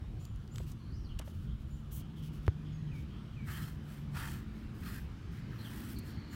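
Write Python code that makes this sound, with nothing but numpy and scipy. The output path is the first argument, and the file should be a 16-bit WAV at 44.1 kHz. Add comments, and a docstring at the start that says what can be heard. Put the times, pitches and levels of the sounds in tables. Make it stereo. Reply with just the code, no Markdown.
"""Brushing a dog on a lawn

Close under a hand-held camera's stereo microphone, a deshedding brush runs through a short coat.
Its steel comb plucks hairs, which hiss and make the plastic head rasp. The harness ticks nearby;
right at the microphone, fingers rub the case and knock it once. A breeze gusts low beneath it all.
Far off are a rumble of traffic, a wavering engine, a steady hum and small birds."""
import sys
import numpy as np
from scipy import signal
from scipy.fft import rfft, irfft
from scipy.io import wavfile
from scipy.ndimage import uniform_filter1d

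SR = 44100
rng = np.random.default_rng(int(sys.argv[2]) if len(sys.argv) > 2 else 0)


def dump(signal):
    """Clip the signal to [-1, 1] and save it as 16-bit WAV at the path in sys.argv[1]."""
    limited = np.clip(np.atleast_2d(signal).T, -1, 1)
    pcm = np.round(limited * 32767).astype(np.int16)
    wavfile.write(sys.argv[1], SR, pcm)


N = 280035
TIME = np.arange(N) / SR
BINS = np.fft.rfftfreq(N, 1 / SR)


def gain_of(db):
    """Decibels to gain."""
    return 10 ** (np.asarray(db) / 20)

def unit_rms(x):
    """Scales to rms 1; a stereo pair by its middle."""
    return x / np.sqrt(np.mean(np.atleast_2d(x).mean(0) ** 2) + 1e-20)

def spectrum_at(points, hz):
    """Reads a spectrum on a log-frequency axis."""
    f, value = np.transpose(points)
    return np.interp(np.log(hz + 1), np.log(f + 1), value)

def follow(rows, t=TIME):
    """Each column of a curve at the times t."""
    s, *columns = np.transpose(rows)
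    return [np.interp(t, s, column) for column in columns]

def colour(x, gain):
    """Filters by a gain for each frequency."""
    return irfft(rfft(x) * gain, N)

def drift(hz):
    """A random wander of rms 1, up to about the given rate."""
    return unit_rms(colour(rng.standard_normal(N), np.exp(-(BINS / hz) ** 2)))

def patches(shape, bins, frames):
    """A random field of rms 1, smooth over frequency and time."""
    field = uniform_filter1d(rng.standard_normal(shape), size=bins, axis=-2)
    field = uniform_filter1d(field, size=frames, axis=-1)
    return field / field.std()

def pan(db):
    """Left and right gains for a level difference; positive is left."""
    gains = gain_of([[db / 2], [-db / 2]])
    return gains / gains.mean()

def add(mix, s, sound):
    """Mixes a sound in at s seconds."""
    part = mix[:, round(s * SR):][:, :sound.shape[-1]]
    part += sound[..., :part.shape[1]]

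def plucks(per_s, spread_db):
    """Tiny snaps of uneven size, different in each channel."""
    size = gain_of(spread_db * np.minimum(rng.exponential(1, (2, N)), 4))
    return unit_rms(size * rng.standard_normal((2, N)) * (rng.random((2, N)) < per_s / SR))

def movement(t, length, rise, release):
    """Speed of a hand, 0 to 1, at t seconds from its start: it gathers, holds and dies away."""
    return (1 + np.tanh(t / (2 * rise))) / 2 * (1 + np.tanh((length - t) / (2 * release))) / 2


# Open air over the lawn: f/Hz, relative density/dB
AIR_SPECTRUM = [(22, -26), (40, -3), (58, 3.5), (80, -5.5), (110, -2.5), (180, -10), (250, -17.5),
                (320, -19), (450, -29.5), (600, -35), (800, -35.5), (1250, -33.5), (1900, -39.5),
                (3300, -42), (8000, -55.5), (15500, -60.5)]
# How alike the air is in the two channels: f/Hz, correlation/-1..1
AIR_LIKENESS = [(60, 0.94), (150, .91), (300, 0.7), (640, 0.25), (1400, -.05), (3100, -0.15), (7000, 0)]
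# The air leans to the right: f/Hz, left-right/dB
AIR_BALANCE = [(60, -1), (130, -0.5), (290, -5), (640, -2.5), (1400, -3), (3100, -2), (7000, -1.5),
               (15000, -0.5)]
# Far traffic swells: t/s, relative level/dB
TRAFFIC_SWELL = [(0, -0.5), (1.7, -2), (2.5, 1), (5.0, 3), (5.7, 5.5), (6.35, 4.5)]
# How strongly each band follows that swell: f/Hz, weight
SWELL_WEIGHT = [(120, 0), (180, 0.73), (270, 0.96), (600, 0.53), (1200, 0.74), (2000, 1.74),
                (3100, 0.53), (5000, 1.28), (9000, 0)]
# The breeze at the microphone dies down: t/s, gain on the deepest rumble/dB
BREEZE = [(0, -5.5), (2.2, -1.5), (3, -13), (5.2, -8), (6.35, -20)]
# Gusts on top of it: t/s, half length/s, gain on the deepest rumble/dB
GUSTS = [(1.11, 0.18, 18.6), (1.66, 0.095, 14), (3.75, 0.068, 14), (5.1, .1, 11)]

def traffic_and_breeze(air_db=-43.5, breeze_hz=55, patch_db=1.59):
    """Far traffic rumbles and roars in drifting patches, with the breeze beneath."""
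    framing = dict(fs=SR, nperseg=2048, noverlap=1536)
    hz, t, (left, other) = signal.stft(rng.standard_normal((2, N)), **framing)
    likeness = spectrum_at(AIR_LIKENESS, hz)[:, None]
    right = likeness * left + np.sqrt(1 - likeness ** 2) * other
    air = np.array([left, right]) / np.sqrt(2 + likeness)
    side_db = np.outer([.5, -.5], spectrum_at(AIR_BALANCE, hz))
    air *= gain_of(spectrum_at(AIR_SPECTRUM, hz) + side_db)[:, :, None]
    still_rms = signal.istft(air, **framing)[1].mean(0).std()
    swell_db = np.outer(spectrum_at(SWELL_WEIGHT, hz), follow(TRAFFIC_SWELL, t)[0])
    gust_db = sum(db * np.exp(-((t - s) / half) ** 2) for s, half, db in GUSTS)
    wind_db = np.outer(np.exp(-(hz / breeze_hz) ** 2), follow(BREEZE, t)[0] + gust_db)
    mottle_db = patch_db * patches(left.shape, bins=16, frames=10)
    air *= gain_of(air_db + swell_db + wind_db + mottle_db) / still_rms
    return signal.istft(air, **framing)[1][:, :N]


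# An engine in the distance: t/s, firing f/Hz, relative level/dB
FAR_ENGINE = [(0, 110, -54), (.9, 112, -50.5), (1.5, 135, -63), (2.18, 157, -43.5), (2.45, 148, -47.5),
              (2.85, 155, -40.5), (3.15, 143, -51.5), (3.55, 149, -47), (4.3, 145, -45.5), (4.6, 138, -61),
              (5.6, 112, -52), (6.35, 112, -59)]
# A far machine humming on one note: t/s, relative level/dB
FAR_HUM = [(0, -59), (2, -55), (4.2, -56.5), (4.6, -48.5), (5.1, -60), (5.7, -50.5), (6.35, -54)]

def machines(hum_hz=218.2, engine_db=-1, hum_db=-2, fade_db=2):
    """Two far drones fade and waver on their way through the air."""
    firing_hz, engine_level = follow(FAR_ENGINE)
    hum_level, = follow(FAR_HUM)
    engine = (firing_hz + 2.44 * drift(hz=11.5), engine_level + engine_db)
    hum = (hum_hz + 2.24 * drift(hz=7.65), hum_level + hum_db)
    out = np.zeros(N)
    for hz, db in (engine, hum):
        tone = np.sqrt(2) * np.sin(2 * np.pi * np.cumsum(hz) / SR)
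        out += tone * gain_of(db + fade_db * drift(hz=10.4))
    return out * pan(db=-1.5)


# One far bird repeats a clean falling whistle: t/s, relative level/dB
WHISTLES = [(2.906, -59), (3.356, -59)]
# Thin high calls from other birds: t/s, length/s, start f/Hz, end f/Hz, relative level/dB
HIGH_CALLS = [(0, .12, 3780, 3760, -72), (.19, .075, 6830, 7200, -68), (.505, 0.097, 6450, 7950, -64.5),
              (1.698, 0.066, 6960, 7120, -71), (2.714, .054, 6950, 6550, -71),
              (6.301, .05, 6900, 7100, -68)]
# Buzzy chirps from the trees: t/s, length/s, start f/Hz, end f/Hz, relative level/dB
CHIRPS = [(.78, 0.16, 4300, 4240, -68), (.917, .05, 4500, 5200, -64.5), (.945, 0.12, 6000, 5400, -71),
          (1.042, .038, 5010, 3980, -62), (1.084, 0.048, 3350, 2800, -62),
          (1.467, 0.065, 3050, 3360, -66.5), (1.939, .14, 3230, 3050, -70), (2.149, .13, 3420, 2980, -65.5),
          (2.64, 0.095, 3000, 3420, -66.5), (2.87, .03, 3300, 3050, -67), (3.087, 0.13, 2950, 3530, -67.5),
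          (3.319, 0.033, 3300, 3080, -70), (3.52, 0.046, 3150, 3060, -55), (5.583, .043, 4350, 4150, -58),
          (5.639, 0.045, 3480, 2970, -55.5), (5.955, 0.053, 4500, 4230, -56.5),
          (6.024, 0.37, 4300, 4200, -64)]

def birds(whistle_s=.09, whistle_hz=(2760, 2244), t60=0.51, wet_db=1, level_db=-2, flicker_db=1.2):
    """Far notes glide to their end pitch, some buzzy, and are scattered by trees and walls."""
    song, flutter = np.zeros((1, N)), drift(hz=364)
    whistles = [(s, whistle_s, *whistle_hz, db) for s, db in WHISTLES]
    for notes, settle, buzz_hz in ((whistles, 4, 16), (HIGH_CALLS, 2.6, 89), (CHIRPS, .6, 182)):
        for s, length, start_hz, end_hz, db in notes:
            n = int(length * SR)
            glide = np.expm1(-settle * np.linspace(0, 1, n)) / np.expm1(-settle)
            buzz = buzz_hz * np.roll(flutter, -int(s * SR))[:n]
            hz = start_hz + (end_hz - start_hz) * glide + buzz
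            note = signal.windows.tukey(n, .4) * np.sin(2 * np.pi * np.cumsum(hz) / SR)
            add(song, s, gain_of(db) * note)
    song *= gain_of(flicker_db * drift(hz=45))
    t = np.arange(SR // 2) / SR
    tail = rng.standard_normal((2, len(t))) * gain_of(-60 * t / t60)
    echo = signal.fftconvolve(song, tail / np.linalg.norm(tail[0]), axes=1)[:, :N]
    return gain_of(level_db) * (song + gain_of(wet_db) * echo) * pan(db=-4)


# Fingers slide on the camera, beside the right microphone: t/s, length/s, level/dB
FINGER_RUBS = [(0.197, 0.072, -70), (0.534, .12, -66.5), (0.669, .055, -61.5), (1.249, 0.073, -65.5),
               (1.336, 0.13, -72.5), (1.6, .03, -71), (1.67, .14, -75.5), (1.919, 0.087, -51),
               (2.167, 0.043, -67), (2.227, 0.062, -63), (2.328, 0.064, -67.5), (2.42, 0.074, -72.5),
               (2.935, 0.1, -70), (5.314, .1, -69.5)]
# Skin sliding slowly on the case: f/Hz, relative density/dB
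SLOW_RUB = [(300, -5), (1000, 2), (3200, 9), (5500, 7), (8000, 3), (12000, 3.5), (15500, 3.5)]
# Skin sliding fast on the case: f/Hz, relative density/dB
FAST_RUB = [(300, -17), (2500, -43), (3100, -4), (4900, -28), (5800, -3), (10000, -1), (13000, 4),
            (15500, 6.5)]

def fingers(fast_above_db=-57, grip_db=0.25, start_s=0.0042, stop_s=.008):
    """Skin rubs the case; a fast slide is a thinner, higher hiss."""
    speed = sum(gain_of(db) * movement(TIME - s, length, start_s, stop_s)
                for s, length, db in FINGER_RUBS)
    level_db = 20 * np.log10(speed + 1e-9)
    fast_share = 1 / (1 + gain_of(3.1 * (fast_above_db - level_db)))
    grain = plucks(per_s=12000, spread_db=2)
    dull = unit_rms(colour(grain, gain_of(spectrum_at(SLOW_RUB, BINS))))
    thin = unit_rms(colour(grain, gain_of(spectrum_at(FAST_RUB, BINS))))
    rub = (1 - fast_share) * dull + fast_share * thin
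    return rub * gain_of(level_db + grip_db * drift(hz=90)) * pan(db=-9.5)


# Damped swings of the case around the microphone: f/Hz, relative level/dB, rise/s, left-right/dB
CASE_MODES = [(86, 1.5, 0.0082, -10), (190, -16, 0.0038, -20), (380, -14, 0.003, -17)]
# The fingertip's hard contact on the case: f/Hz, relative density/dB
CONTACT_SPECTRUM = [(100, 2.5), (480, 7), (720, 0.5), (1100, 0.5), (1800, -4), (3000, -18), (5000, -26.5),
                    (8000, -36), (15000, -36)]

def camera_knock(at_s=2.4792, level_db=-18.5, click_delay_s=0.0008):
    """A fingertip clicks on the case, whose thump the hand stops within two swings."""
    out, t = np.zeros((2, N)), np.arange(4096) / SR
    for k, (hz, db, rise, side_db) in enumerate(CASE_MODES):
        envelope = (t / rise * np.exp(1 - t / rise)) ** 3
        swing = envelope * np.sin(2 * np.pi * hz * (rise - t))
        # neighbouring modes move the microphone in opposite directions
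        add(out, at_s, (-1) ** k * gain_of(db) * pan(side_db) * swing)
    f = abs(np.fft.fftfreq(len(t), 1 / SR))
    log_gain = np.log(gain_of(spectrum_at(CONTACT_SPECTRUM, f)))
    click = np.fft.ifft(np.exp(np.conj(signal.hilbert(log_gain)))).real  # minimum phase: sharp onset
    add(out, at_s + click_delay_s, -pan(db=-7) * click / abs(click).max())
    return gain_of(level_db) * out


# Harness and leash tick and scuff nearby: t/s, peak level/dB, decay/s, centre f/Hz, left-right/dB
HARNESS_TICKS = [(0.252, -43.5, 0.0016, 6000, -11), (0.36, -55, 0.0014, 5900, -13),
                 (0.477, -51, 0.0009, 4430, -13), (0.558, -41, 0.0013, 3800, -4),
                 (0.5827, -39, 0.00075, 3020, -13), (0.601, -43, 0.0042, 403, -9),
                 (0.716, -50, 0.0033, 7000, -8), (1.1887, -37.5, 0.0038, 3450, 1),
                 (1.1943, -37, 0.00075, 8500, -7), (1.195, -40, 0.0058, 520, -11),
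                 (1.211, -46, 0.0098, 1140, -4), (1.275, -41.5, 0.0035, 510, -3),
                 (2.4648, -48.5, 0.0027, 2980, -4), (5.986, -42.5, 0.0041, 11100, 0)]

def harness(q=1.27, crossfeed=0.17):
    """Each tick is a short burst of friction in one broad resonance."""
    out, t = np.zeros((2, N)), np.arange(2048) / SR
    f = np.fft.rfftfreq(len(t), 1 / SR) + 1
    for s, db, decay, hz, side_db in HARNESS_TICKS:
        burst = rng.standard_normal((2, len(t))) * np.exp(-t / decay) * (1 - np.exp(-2 * t / decay))
        resonance = 1 / (1 + 1j * q * (f / hz - hz / f))
        lowpass = 1 / (1 + .3j * f / hz)
        tick = irfft(rfft(burst + crossfeed * burst[::-1]) * resonance * lowpass)
        add(out, s, gain_of(db) * pan(side_db) * tick / abs(tick.mean(0)).max())
    return out


# Brush strokes close under the microphone: t/s, length/s, rise/s, lead of the bite/s,
# easing off/(dB/s), relative rasp level/dB, relative hiss level/dB,
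# first and last depth of the teeth (-1 skimming the tips .. 1 down to the skin)
BRUSH_STROKES = [(3.479, 0.22, 0.012, 0.0036, 3, -52, -54, -0.33, -0.19),
                 (3.879, 0.12, 0.022, 0.013, 4, -61, -62, -0.14, -0.077),
                 (4.156, 0.22, 0.012, 0.0064, 30, -44.5, -49, .7, -.1),
                 (4.56, .045, .025, 0, 0, -78, -66.5, -0.094, 0),
                 (4.745, .015, .004, 0, 0, -75, -67, -.5, -.5),
                 (4.849, .14, 0.032, 0.024, 8, -53.5, -53.5, -0.41, -.8),
                 (5.658, .25, 0.063, .14, 8, -60, -55.5, -.7, -0.34),
                 (5.895, .025, 0.0056, 0, 0, -66, -55, -0.83, -.9),
                 (6.068, 0.019, .015, 0.0034, 0, -59, -53.5, -.4, -.4),
                 (6.33, 0.072, .014, 0.0044, 0, -54.5, -54.5, -.4, -.4)]
# The teeth snag in a tuft and pull free: t/s, extra rasp/dB
SNAGS = [(4.17, 3.5), (4.872, 4.8), (4.985, 2.5)]

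def strokes(bite_s=0.0059, lift_s=0.027, slip_db_per_s=7.5, snag_s=0.011, snag_hiss_share=0.35):
    """The comb bites, slips and lifts off: gives strength of bite, strength of slide and depth."""
    bite, slide, depth = np.zeros((3, N))
    for s, length, rise, lead, ease_db_per_s, rasp_db, hiss_db, first, last in BRUSH_STROKES:
        t = TIME - s
        held = np.clip(t, 0, length)
        grip = gain_of(rasp_db - (ease_db_per_s + slip_db_per_s) * held)
        bite += movement(t + lead, length + lead, bite_s, lift_s) * grip
        slide += movement(t, length, rise, lift_s) * gain_of(hiss_db - ease_db_per_s * held)
        depth = np.where(t > -lead - 2 * rise, first + (last - first) * held / length, depth)
    snag_db = sum(db * np.exp(-((TIME - s) / snag_s) ** 2) for s, db in SNAGS)
    return bite * gain_of(snag_db), slide * gain_of(snag_hiss_share * snag_db), depth


# The brush's plastic head, heard close: f/Hz, width/Hz, relative level/dB, extra at full depth/dB
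HEAD_MODES = [(947, 150, -7, 10), (1365, 410, -1, 0), (1674, 570, 1, -4.5), (2050, 140, -16, 0),
              (2430, 300, -6.5, -2), (3130, 350, -8.5, -0.5), (4250, 410, -12, -5)]

def head_rasp(depth, rock_db=2, crossfeed=0.22):
    """Plucks on the teeth ring the head; its lowest mode shakes most when they run deep."""
    teeth = plucks(per_s=2400, spread_db=1.1)
    teeth = teeth + crossfeed * teeth[::-1]
    rasp = np.zeros((2, N))
    for hz, width, db, deep_db in HEAD_MODES:
        ring = colour(teeth, 1 / (1 + 2j * (BINS - hz) / width) ** 2)
        # the head rocks in the hand, so its resonances come and go
        rasp += ring * gain_of(db + deep_db * depth + rock_db * drift(hz=11))
    return unit_rms(rasp)


# Hair sliding through the steel teeth, heard close: f/Hz, relative density/dB
HAIR_SPECTRUM = [(500, -29), (1500, 4), (3500, 2), (5100, 4), (6600, 0), (7500, 2.5), (9000, 2.5),
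                 (10500, 0.5), (13000, 2.5), (15500, 2.5)]

def hair_hiss(depth, streak_db=2.5, bright_db=4.5):
    """Thousands of hairs a second slip off the teeth and merge into a hiss."""
    hairs = colour(plucks(per_s=6500, spread_db=0), gain_of(spectrum_at(HAIR_SPECTRUM, BINS)))
    hz, t, bands = signal.stft(hairs, SR, nperseg=512)
    # each tuft has its own stiffness and leaves a short streak of colour
    streaks = streak_db * patches(bands.shape, bins=4, frames=9)
    # the fine tips of the hairs hiss higher than their roots
    tilt = bright_db * np.outer(np.clip(hz / 8000 - 1, 0, 1), -np.interp(t, TIME, depth))
    return unit_rms(signal.istft(bands * gain_of(streaks + tilt), SR, nperseg=512)[1][:, :N])

def brush(rasp_db=-1, hiss_db=0.5, rasp_tuft_db=0.85, hiss_tuft_db=0.72):
    """Hairs let go in tufts; they hiss as the comb slides and shake the head when it bites."""
    bite, slide, depth = strokes()
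    tufts = drift(hz=90)
    rasp = head_rasp(depth) * bite * gain_of(rasp_db + rasp_tuft_db * tufts)
    hiss = hair_hiss(depth) * slide * gain_of(hiss_db + hiss_tuft_db * tufts)
    return rasp * pan(db=-1.5) + hiss * pan(db=-1.1)


def scene():
    """The brushing and handling up close, and the garden around them."""
    return brush() + fingers() + harness() + camera_knock() + birds() + traffic_and_breeze() + machines()

def record(dry, port_hz=3020, port_width_hz=360, port_db=3.24, edge_hz=15900):
    """The microphone port rings, then the recorder cuts the highest treble."""
    port = 1 + (gain_of(port_db) - 1) / (1 + 2j * (BINS - port_hz) / port_width_hz)
    lowpass = signal.firwin(511, edge_hz, window=("kaiser", 9), fs=SR)
    return signal.oaconvolve(colour(dry, port), lowpass[None], "same")


dry = scene()
out = record(dry)
dump(out)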